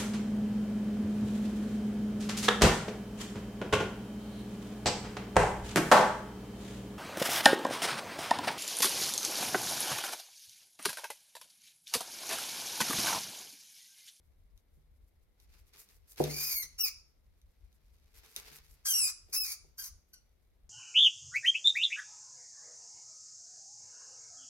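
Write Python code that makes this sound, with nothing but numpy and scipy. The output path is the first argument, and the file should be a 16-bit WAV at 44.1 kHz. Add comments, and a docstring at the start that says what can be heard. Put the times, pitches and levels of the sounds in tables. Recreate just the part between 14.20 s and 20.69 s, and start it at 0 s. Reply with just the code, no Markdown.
"""In a small quiet room, a snake strikes a young rat in an open plastic tub on a wooden table.
The rat gives six shrill squeals, harmonics and turbulent noise shaped by mouth resonances, weaker at the end.
The strike thumps the tub, whose damped modes ring. Bark bedding rustles as clumped noise grains,
and chips snap as short decaying sines, one loudly as the snake tightens its coil.
Low rumble, faint hiss and a thin far whine lie behind."""
import sys
import numpy as np
from scipy import signal
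from scipy.fft import rfft, irfft
from scipy.io import wavfile
from scipy.ndimage import uniform_filter1d

SR = 44100
rng = np.random.default_rng(int(sys.argv[2]) if len(sys.argv) > 2 else 0)


def store_wav(level_fs):
    """Save 16-bit WAV to argv[1]."""
    pcm = np.round(np.clip(np.atleast_2d(level_fs), -1, 1) * 32767)
    wavfile.write(sys.argv[1], SR, pcm.T.astype(np.int16))


N = 286341  # samples in the scene

# Throat and mouth resonances for the tone. Each row: frequency in Hz, relative gain in dB.
THROAT_RESONANCES = [(700, -34), (1150, -16.5), (1550, -8), (2300, -5.5), (3100, -11), (3700, -14),
                     (4600, -1), (5500, 6), (6400, -5.5), (8100, -5.5), (9500, -12), (13200, -7.5),
                     (16000, -6)]
# The same passage for turbulent air. Each row: frequency in Hz, relative gain in dB.
AIR_RESONANCES = [(300, -33.5), (750, -25), (1100, -13), (1800, -14), (2350, -12.5), (3200, -25),
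                  (4000, -8), (4800, -3.5), (6100, 5), (7400, -3), (9000, -1), (11200, -1.5),
                  (13500, -10.5), (16000, -21)]
# Period doubling grows with pitch and rasp; it has its table level at EASY_PITCH_HZ without rasp.
HALF_LINES_DB, EASY_PITCH_HZ = -24.5, 2600
HALF_DB_PER_OCTAVE, HALF_DB_PER_RASP = 17.5, 19


def squeals(wobble=0.0074, quaver=.025, jitter=.058, air=.75, mouth_air=0.2, mouth_width_hz=1100,
            flutter_db=1.75, rattle_db=2.0):
    """Source-filter principle: folds whistle, double their period under strain and break into a rasp."""
    pitch, level, rasp, mouth_hz, lift_db, nasal_db, top_db = voice_controls()
    octaves_up = np.log2(np.maximum(pitch, 1) / EASY_PITCH_HZ)
    half_db = HALF_LINES_DB + HALF_DB_PER_OCTAVE * octaves_up + HALF_DB_PER_RASP * rasp

    # random pitch deviation smears the high harmonics most
    deviation = (wobble + quaver * rasp) * drift(80) + jitter * rasp * drift(800)
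    phase = 2 * np.pi * np.cumsum(pitch * (1 + deviation)) / SR

    tone, sounding = np.zeros(N), level > 0
    for order in range(1, 17):  # odd orders lie halfway between the harmonics
        hz = order * pitch[sounding] / 2
        in_mouth = 1 / (1 + ((hz - mouth_hz[sounding]) / mouth_width_hz) ** 2)
        audible = np.clip((18000 - hz) / 1000, 0, 1)
        gain = from_db(half_db[sounding] * (order % 2) + (lift_db[sounding] + 9.0) * in_mouth)
        tone[sounding] += audible * gain * np.cos(order * phase[sounding] / 2)
    tone = even(colour(tone, THROAT_RESONANCES))

    # turbulent air escapes each time the folds open, and also sounds the mouth's resonance
    puffs = rng.standard_normal(N) * (1 + 0.56 * np.cos(phase))
    hiss = even(colour(puffs, AIR_RESONANCES))
    shrill = drift(mouth_width_hz) * np.cos(2 * np.pi * np.cumsum(mouth_hz) / SR)
    hiss = hiss + mouth_air * from_db(lift_db) * shrill

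    voice = tone * np.sqrt(1 - rasp ** 2) + air * rasp * hiss
    voice = band(voice, [(6500, -23.5), (7900, 9.0), (9800, -35.0)], nasal_db)
    voice = even(band(voice, [(11000, -38), (13300, -5)], top_db))
    return voice * level * from_db(flutter_db * drift(90) + rattle_db * rasp * drift(450))


# Each squeal starts as a rasp, clears and roughens again. Each row: clear from in seconds, clear until
# in seconds (both mid-change), rasp from 0 to 1, rasp while clear from 0 to 1, mouth resonance in Hz
# at the mean of the pitch points, its relative lift in dB at full effort, setting of the nasal band
# near 8 kHz in dB, setting of the top treble in dB.
SQUEALS = [(2.344, 2.422, 0.61, .08, 12720, 15, -4.5, -1), (2.601, 2.654, 0.73, 0.1, 13100, -7.5, -5, 13),
           (4.679, 4.879, .9, .29, 10410, 16.5, 6.5, -3), (5.162, 5.243, .88, 0.04, 10850, 12, -2, 8.5),
           (5.586, 5.622, 0.99, .62, 12600, -4.5, -11, 16.5), (5.952, 5.985, 0.6, 0.4, 12000, 3, -12, -6.5)]
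# Pitch contour before random deviation, one list a squeal. Each row: time in seconds, pitch in Hz.
PITCH = [
    [(2.09, 2100), (2.12, 2310), (2.2, 2420), (2.27, 2440), (2.325, 2330), (2.38, 2205), (2.435, 2080)],
    [(2.586, 2811), (2.61, 2812), (2.63, 2659), (2.66, 2398), (2.69, 2388)],
    [(4.655, 3140), (4.685, 3260), (4.708, 3120), (4.737, 2850), (4.76, 2880), (4.778, 2760), (4.79, 2840),
     (4.815, 2610), (4.865, 2470), (4.9, 2430)],
    [(5.129, 2390), (5.155, 2470), (5.167, 2635), (5.19, 2680), (5.212, 2580), (5.24, 2470), (5.34, 2290)],
    [(5.58, 1600), (5.68, 1470)],
    [(5.935, 1500), (5.985, 1410)],
]
# Breath behind each squeal, one list a squeal. Each row: time in seconds, relative level in dB.
EFFORT = [
    [(2.09, -51), (2.238, -38.5), (2.322, -39.5), (2.378, -37), (2.432, -42.5), (2.44, -45.5)],
    [(2.586, -46.5), (2.606, -35), (2.648, -32.5), (2.69, -44)],
    [(4.655, -41.5), (4.683, -32), (4.703, -30), (4.727, -34), (4.841, -30.5), (4.9, -42)],
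    [(5.129, -43), (5.137, -36.5), (5.331, -45.5), (5.34, -49.5)],
    [(5.582, -48), (5.598, -46.5), (5.67, -50.5), (5.68, -51.5)],
    [(5.935, -57), (5.941, -58.5), (5.951, -69.5), (5.985, -76)],
]
VOICE_DB, ATTACK_DB_PER_S, RELEASE_DB_PER_S = 3.37, 3499.5, 1096.5
BREAK_S = .012  # time to pass between rasp and whistle
# the mouth resonance follows pitch by a power law; its lift in dB changes per dB of effort
MOUTH_FOLLOWS_PITCH, LIFT_PER_DB = 0.52, 2.25


def voice_controls():
    """Articulation: pitch, level, rasp and mouth shape move together through each squeal."""
    t, controls = np.arange(N) / SR, np.zeros((7, N))
    for row, contour, effort in zip(SQUEALS, PITCH, EFFORT):
        clear_from, clear_until, rough, clear, mouth_hz, lift_db, nasal_db, top_db = row
        pitch_s, hz = np.transpose(contour)
        effort_s, db = np.transpose(effort)
        start, end = effort_s[0], effort_s[-1]
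        near = (t > start - .02) & (t < end + .06)
        s = t[near]

        pitch, breath_db = np.interp(s, pitch_s, hz), np.interp(s, effort_s, db)
        attack_db = ATTACK_DB_PER_S * np.maximum(start - s, 0)
        release_db = RELEASE_DB_PER_S * np.maximum(s - end, 0)
        level = from_db(VOICE_DB + breath_db - (attack_db + release_db))

        inside_s = np.minimum(s - clear_from, clear_until - s)
        whistling = np.clip(.5 + inside_s / BREAK_S, 0, 1)
        rasp = np.clip(rough + (clear - rough) * whistling, 0, 1)
        resonance_hz = mouth_hz * (pitch / hz.mean()) ** MOUTH_FOLLOWS_PITCH
        resonance_db = lift_db + LIFT_PER_DB * (breath_db - db.max())
        controls[:, near] = np.broadcast_arrays(
            pitch, level, rasp, resonance_hz, resonance_db, nasal_db, top_db)
    return controls


# A faint early tap, the strike, the tumble after it and later kicks against the tub.
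# Each row: start in seconds, relative level in dB, hardness of the contact as a cutoff in Hz.
BLOWS = [(0.565, -60, 166), (2.001, -27, 1453), (2.0149, -44.5, 260), (2.041, -41.5, 507.5),
         (2.434, -61.5, 247), (4.313, -57, 172.4), (4.69, -69.5, 900), (5.085, -69, 898.4),
         (5.136, -67.5, 1221), (5.44, -67.5, 614)]
# Modes of tub and table. Each row: frequency in Hz, relative level in dB, time to decay by 60 dB
# in seconds, left over right in dB.
TUB_MODES = [(69, -13, 0.65, 2), (150, -1.5, 0.37, 9), (190, -5, 0.096, 9.5), (241, -5, 0.18, 5.5),
             (303, -1, 0.25, 0.5), (370, -1, 0.17, 3.5), (408, 0, 0.21, -9.5), (432, 9, 0.061, -12),
             (495, -2.5, 0.13, -6.5), (529.4, -16, 0.22, 1.5), (550, -9.5, 0.22, -10), (625, -1.5, .16, -6),
             (646.5, -10.5, 0.12, 3.5), (755, -3.5, 0.033, 6.5), (814, -4, 0.091, -3),
             (822, -11.5, 0.029, -5.5), (942, -27, .14, 3.5)]
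BUMP_DB, BUMP_HZ = -17, 1800  # each shove also bumps the tub, this much weaker and this hard


def thud(ring_db=-4.5, knock_db=1.0, knock_s=.016):
    """Modal excitation: soft bodies give a dull knock and set low modes of tub and table ringing."""
    t = np.arange(SR // 4) / SR
    push, knock = np.zeros(N), np.zeros((2, N))
    knock_shape = [(100, -17.0), (300, 0), (600, 1.5), (850, -1.0), (1150, -24), (3000, -45.0)]
    bumps = [(s, db + BUMP_DB, BUMP_HZ) for s, _, _, db in SHOVES]
    for s, db, contact_hz in BLOWS + bumps:
        soft = signal.butter(2, contact_hz, fs=SR, output="sos")  # a softer contact passes less treble
        start = round(s * SR)
        span = slice(start, start + len(t))
        push[span] += from_db(db) * signal.sosfilt(soft, t == 0)
        crush = rms_one(colour(rng.standard_normal((2, len(t))), knock_shape))
        knock[:, span] += from_db(db + knock_db) * signal.sosfilt(soft, crush * np.exp(-t / knock_s))

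    modes = np.zeros((2, N))
    for k, (hz, db, t60, pan_db) in enumerate(TUB_MODES):
        sides_db = pan_db / 2 * np.array([[1], [-1]])
        modes += (-1) ** k * from_db(db + ring_db + sides_db) * ring(push, hz, t60)
    return modes + knock


# The loudest chips snapping. Each row: start in seconds, relative level in dB.
SNAPS = [(0.377, -50), (1.2008, -49), (1.5365, -46), (1.689, -47), (1.921, -45.5), (1.96, -45),
         (2.0395, -21), (2.0414, -22.5), (2.4334, -32.5), (3.2162, -53), (3.5283, -56), (3.968, -57),
         (4.0497, -45), (4.1631, -18.5), (4.3317, -42), (4.465, -50.5)]


def snaps():
    """Impulse response: each breaking chip gives one very short crack."""
    clicks = np.zeros(N)
    for s, db in SNAPS:
        clicks[round(s * SR)] = from_db(db)
    return chip(clicks)


# Resonances of a bark chip. Each row: frequency in Hz, relative level in dB, time to decay by 60 dB
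# in seconds.
CHIP_MODES = [(2430, -16, .004), (3740, -8, 0.007), (6200, -5, 0.0034), (10100, -7, 0.003),
              (12960, -9, .003)]


def chip(clicks):
    """Damped resonance: a click makes a bark chip ring for a few milliseconds."""
    return sum((-1) ** k * from_db(db) * ring(clicks, hz, t60)
               for k, (hz, db, t60) in enumerate(CHIP_MODES))


# Spectrum of the rubbing bedding. Each row: frequency in Hz, relative density in dB per Hz.
BEDDING = [(120, -39.5), (200, -6.5), (371, -4.5), (430, 8), (534, -7.5), (827, -1), (1680, 1), (2420, 3.5),
           (3180, -2), (4840, 3), (7900, -3.5), (13200, -1), (15500, -11)]


def rustle(grains_per_s=3500, clump_db=1.3, ticks_per_s=50, tick_db=-13.5, sheen_db=-7.0):
    """Granular friction: rubbing chips make clumped noise of flickering treble, with single ticks."""
    grains = rng.standard_normal((2, N)) * (rng.random((2, N)) < grains_per_s / SR)
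    rub = diffuse(colour(grains, BEDDING))
    rub = band(rub, [(3000, -25), (8000, -3.5)], sheen_db * drift(14) - 2.5)
    rub = rms_one(rub) * from_db(clump_db * drift(24))
    clicks = rng.standard_normal(N) * (rng.random(N) < ticks_per_s / SR)
    ticks = rms_one(chip(clicks))
    return (rub + from_db(tick_db) * from_tub(ticks)) * sliding()


# The snake's shoves through the bedding. Each row: start of full force in seconds, rise in seconds,
# hold in seconds, relative level in dB.
SHOVES = [(1.204, 0.031, 0.023, -70.5), (1.347, 0.07, 0.0074, -62), (1.484, 0.095, 0.011, -72.5),
          (1.538, 0.013, 0.044, -59), (1.7, .025, 0.0046, -64), (1.88, 0.14, 0.045, -71.5),
          (1.981, 0.014, 0.096, -45), (2.12, 0.015, 0.12, -51), (3.943, 0.0059, .035, -60.5),
          (4.035, 0.0067, 0.013, -59), (4.168, 0.0073, 0.022, -49), (4.259, 0.24, 0.097, -54.5),
          (5.11, .05, .01, -68)]
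# Slow creeping under the shoves. Each row: time in seconds, relative level in dB.
CREEP = [(0, -85), (1.15, -85), (1.4, -83), (1.95, -96), (2.3, -51.5), (2.55, -72.5), (3.0, -84),
         (3.65, -78.5), (4.3, -64), (4.6, -72), (5.8, -83), (6.49, -84)]
SHOVE_RISE_DB, SETTLE_DB_PER_S = 17.5, 162.5  # gain over one rise time; rate of dying away


def sliding():
    """Addition of powers: each shove builds, holds and settles on top of the slow creeping."""
    t, power = np.arange(N) / SR, from_db(in_time(CREEP)[0]) ** 2
    for s, rise_s, hold_s, db in SHOVES:
        rise_db = SHOVE_RISE_DB * np.maximum(s - t, 0) / rise_s
        settle_db = SETTLE_DB_PER_S * np.maximum(t - s - hold_s, 0)
        power += from_db(db - np.minimum(rise_db + settle_db, 100)) ** 2
    return np.sqrt(power)


# Phase lead of the left channel for sound from the tub; negative means that the right leads.
# Each row: frequency in Hz, phase in radians.
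LEFT_LEAD = [(60, 0), (950, -.9), (2300, -1.7), (3100, -2.9), (4650, -4.1), (5700, -4.5), (6600, -4.4),
             (7700, -3.3), (9000, -4.4), (11100, -5.8), (12800, -5.9), (14300, -5.2), (16000, -4.8)]


def from_tub(x):
    """Interaural phase: sound from the tub reaches the right channel first."""
    turn = np.exp(.5j * at_hz(LEFT_LEAD, bins(x)) * np.array([[1], [-1]]))
    return irfft(rfft(x) * turn, N)


# Reverberation of the room, before any shortening. Each row: frequency in Hz, time to decay by 60 dB
# in seconds.
ROOM_T60 = [(100, 0.71), (1000, 0.59), (2500, 0.36), (5500, 0.39), (10000, 0.27), (16000, 0.14)]


def room(x, shorten=1):
    """Diffuse reverberation: dense reflections of unit mean energy die band by band."""
    t = np.arange(SR // 2) / SR
    spectrum, hz = rfft(diffuse(rng.standard_normal((2, len(t))))), bins(t)
    edges = [0, 300, 1500, 3500, 7000, 11000, SR / 2]
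    tail = np.zeros((2, len(t)))
    for lo, hi in zip(edges, edges[1:]):
        t60 = shorten * at_hz(ROOM_T60, (lo + hi) / 2)
        reflections = irfft(spectrum * ((hz >= lo) & (hz < hi)), len(t))
        tail += reflections * np.exp(-np.log(1000) * t / t60)
    tail *= t > .002  # silence before the first reflections
    return signal.fftconvolve(x[None], rms_one(tail) / np.sqrt(len(t)), axes=1)[:, :N]


# Spectrum of the background. Each row: frequency in Hz, relative density in dB per Hz.
AIR = [(12, -27.5), (20, -10), (49, 1.5), (87, -6), (103, -16.5), (282, -27.5), (362, -28), (452, -28.5),
       (1230, -39.5), (2090, -41), (2330, -47), (3850, -42.5), (5230, -55), (12800, -47), (15500, -57.5)]
AIR_DB = -64  # before the side balance and the wavering


def background(whine_hz=2170, whine_db=-93.0, waver_db=4.5):
    """Shaped noise: wavering low rumble and faint hiss of the house, with a thin far whine."""
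    air = rms_one(diffuse(colour(rng.standard_normal((2, N)), AIR)))
    air = air * from_db(AIR_DB + np.array([[1.2], [-1.2]]))
    air = band(air, [(100, -1), (250, -28)], waver_db * drift(8) - 1.0)
    whine = drift(220) * np.cos(2 * np.pi * whine_hz * np.arange(N) / SR)
    return air + from_db(whine_db) * whine


# Likeness of left and right in diffuse sound. Each row: frequency in Hz, correlation from -1 to 1.
LIKENESS = [(30, 1), (120, 0.26), (300, 0.25), (1500, .15), (5000, 0), (9000, 0), (12000, 0.96)]


def diffuse(pair):
    """Partial coherence: two unrelated signals become a left and right that are partly alike."""
    mid, side = rfft(pair)
    alike = np.clip(at_hz(LIKENESS, bins(pair)), -.98, .98)
    return irfft(np.sqrt(1 + alike) * mid + np.sqrt(1 - alike) * side * [[1], [-1]], pair.shape[-1])


def ring(clicks, hz, t60):
    """Damped oscillation: a unit click sets a sine of initial height 1 ringing."""
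    r, w = from_db(-60 / (t60 * SR)), 2 * np.pi * hz / SR
    return signal.lfilter([0, r * np.sin(w)], [1, -2 * r * np.cos(w), r * r], clicks + 1e-18)


def drift(rate):
    """Low-passed noise: a random wander of spread 1, up to about rate turns a second."""
    white = rng.standard_normal(N)
    return rms_one(irfft(rfft(white) / (1 + (bins(white) / rate) ** 4), N))


def colour(x, spectrum):
    """Linear filtering: give x a smooth spectral shape."""
    return irfft(rfft(x) * from_db(at_hz(spectrum, bins(x))), x.shape[-1])


def band(x, spectrum, level_db):
    """Time-varying filtering: raise or lower part of the spectrum by a level that may move."""
    return x + (from_db(level_db) - 1) * colour(x, spectrum)


def even(x):
    """Power normalization: hold a voice steady over about nine milliseconds."""
    return x / np.sqrt(np.abs(uniform_filter1d(x ** 2, size=400)) + 1e-12)


def rms_one(x):
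    """Mean-square normalization: scale to unit power."""
    return x / np.sqrt(np.mean(x ** 2) + 1e-20)


def from_db(db):
    """Logarithmic level: decibels to amplitude gain."""
    return 10 ** (np.asarray(db) / 20)


def in_time(rows):
    """Linear interpolation: each column of a curve, sample by sample."""
    s, *columns = np.transpose(rows)
    return [np.interp(np.arange(N) / SR, s, c) for c in columns]


def at_hz(points, hz):
    """Logarithmic interpolation: read a table on a log-frequency axis."""
    f, value = np.transpose(points)
    return np.interp(np.log(np.maximum(hz, 1)), np.log(f), value)


def bins(x):
    """Fourier analysis: frequencies of the spectrum of x in Hz."""
    return np.fft.rfftfreq(x.shape[-1], 1 / SR)


def scene():
    """Superposition: sounds from the tub, its quick reflections, the room's answer and the background."""
    rat, cracks, blow = squeals(), snaps(), thud()
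    voice = from_tub(rat) + from_db(-4) * room(rat, shorten=0.19) + from_db(-9.5) * room(rat)
    chips = from_tub(cracks) + from_db(-9) * room(cracks, shorten=0.25)
    strike = from_tub(blow) + from_db(-10.5) * room(blow.mean(axis=0), shorten=0.77)
    inside = voice + chips + strike + rustle()
    return inside * from_db([[.2], [-.2]]) + background()


def record(dry):
    """Band limitation: a steep elliptic low-pass cuts the top above 15.9 kHz."""
    return signal.sosfilt(signal.ellip(12, .1, 80, 15900, fs=SR, output="sos"), dry)


dry = scene()
out = record(dry)
store_wav(out)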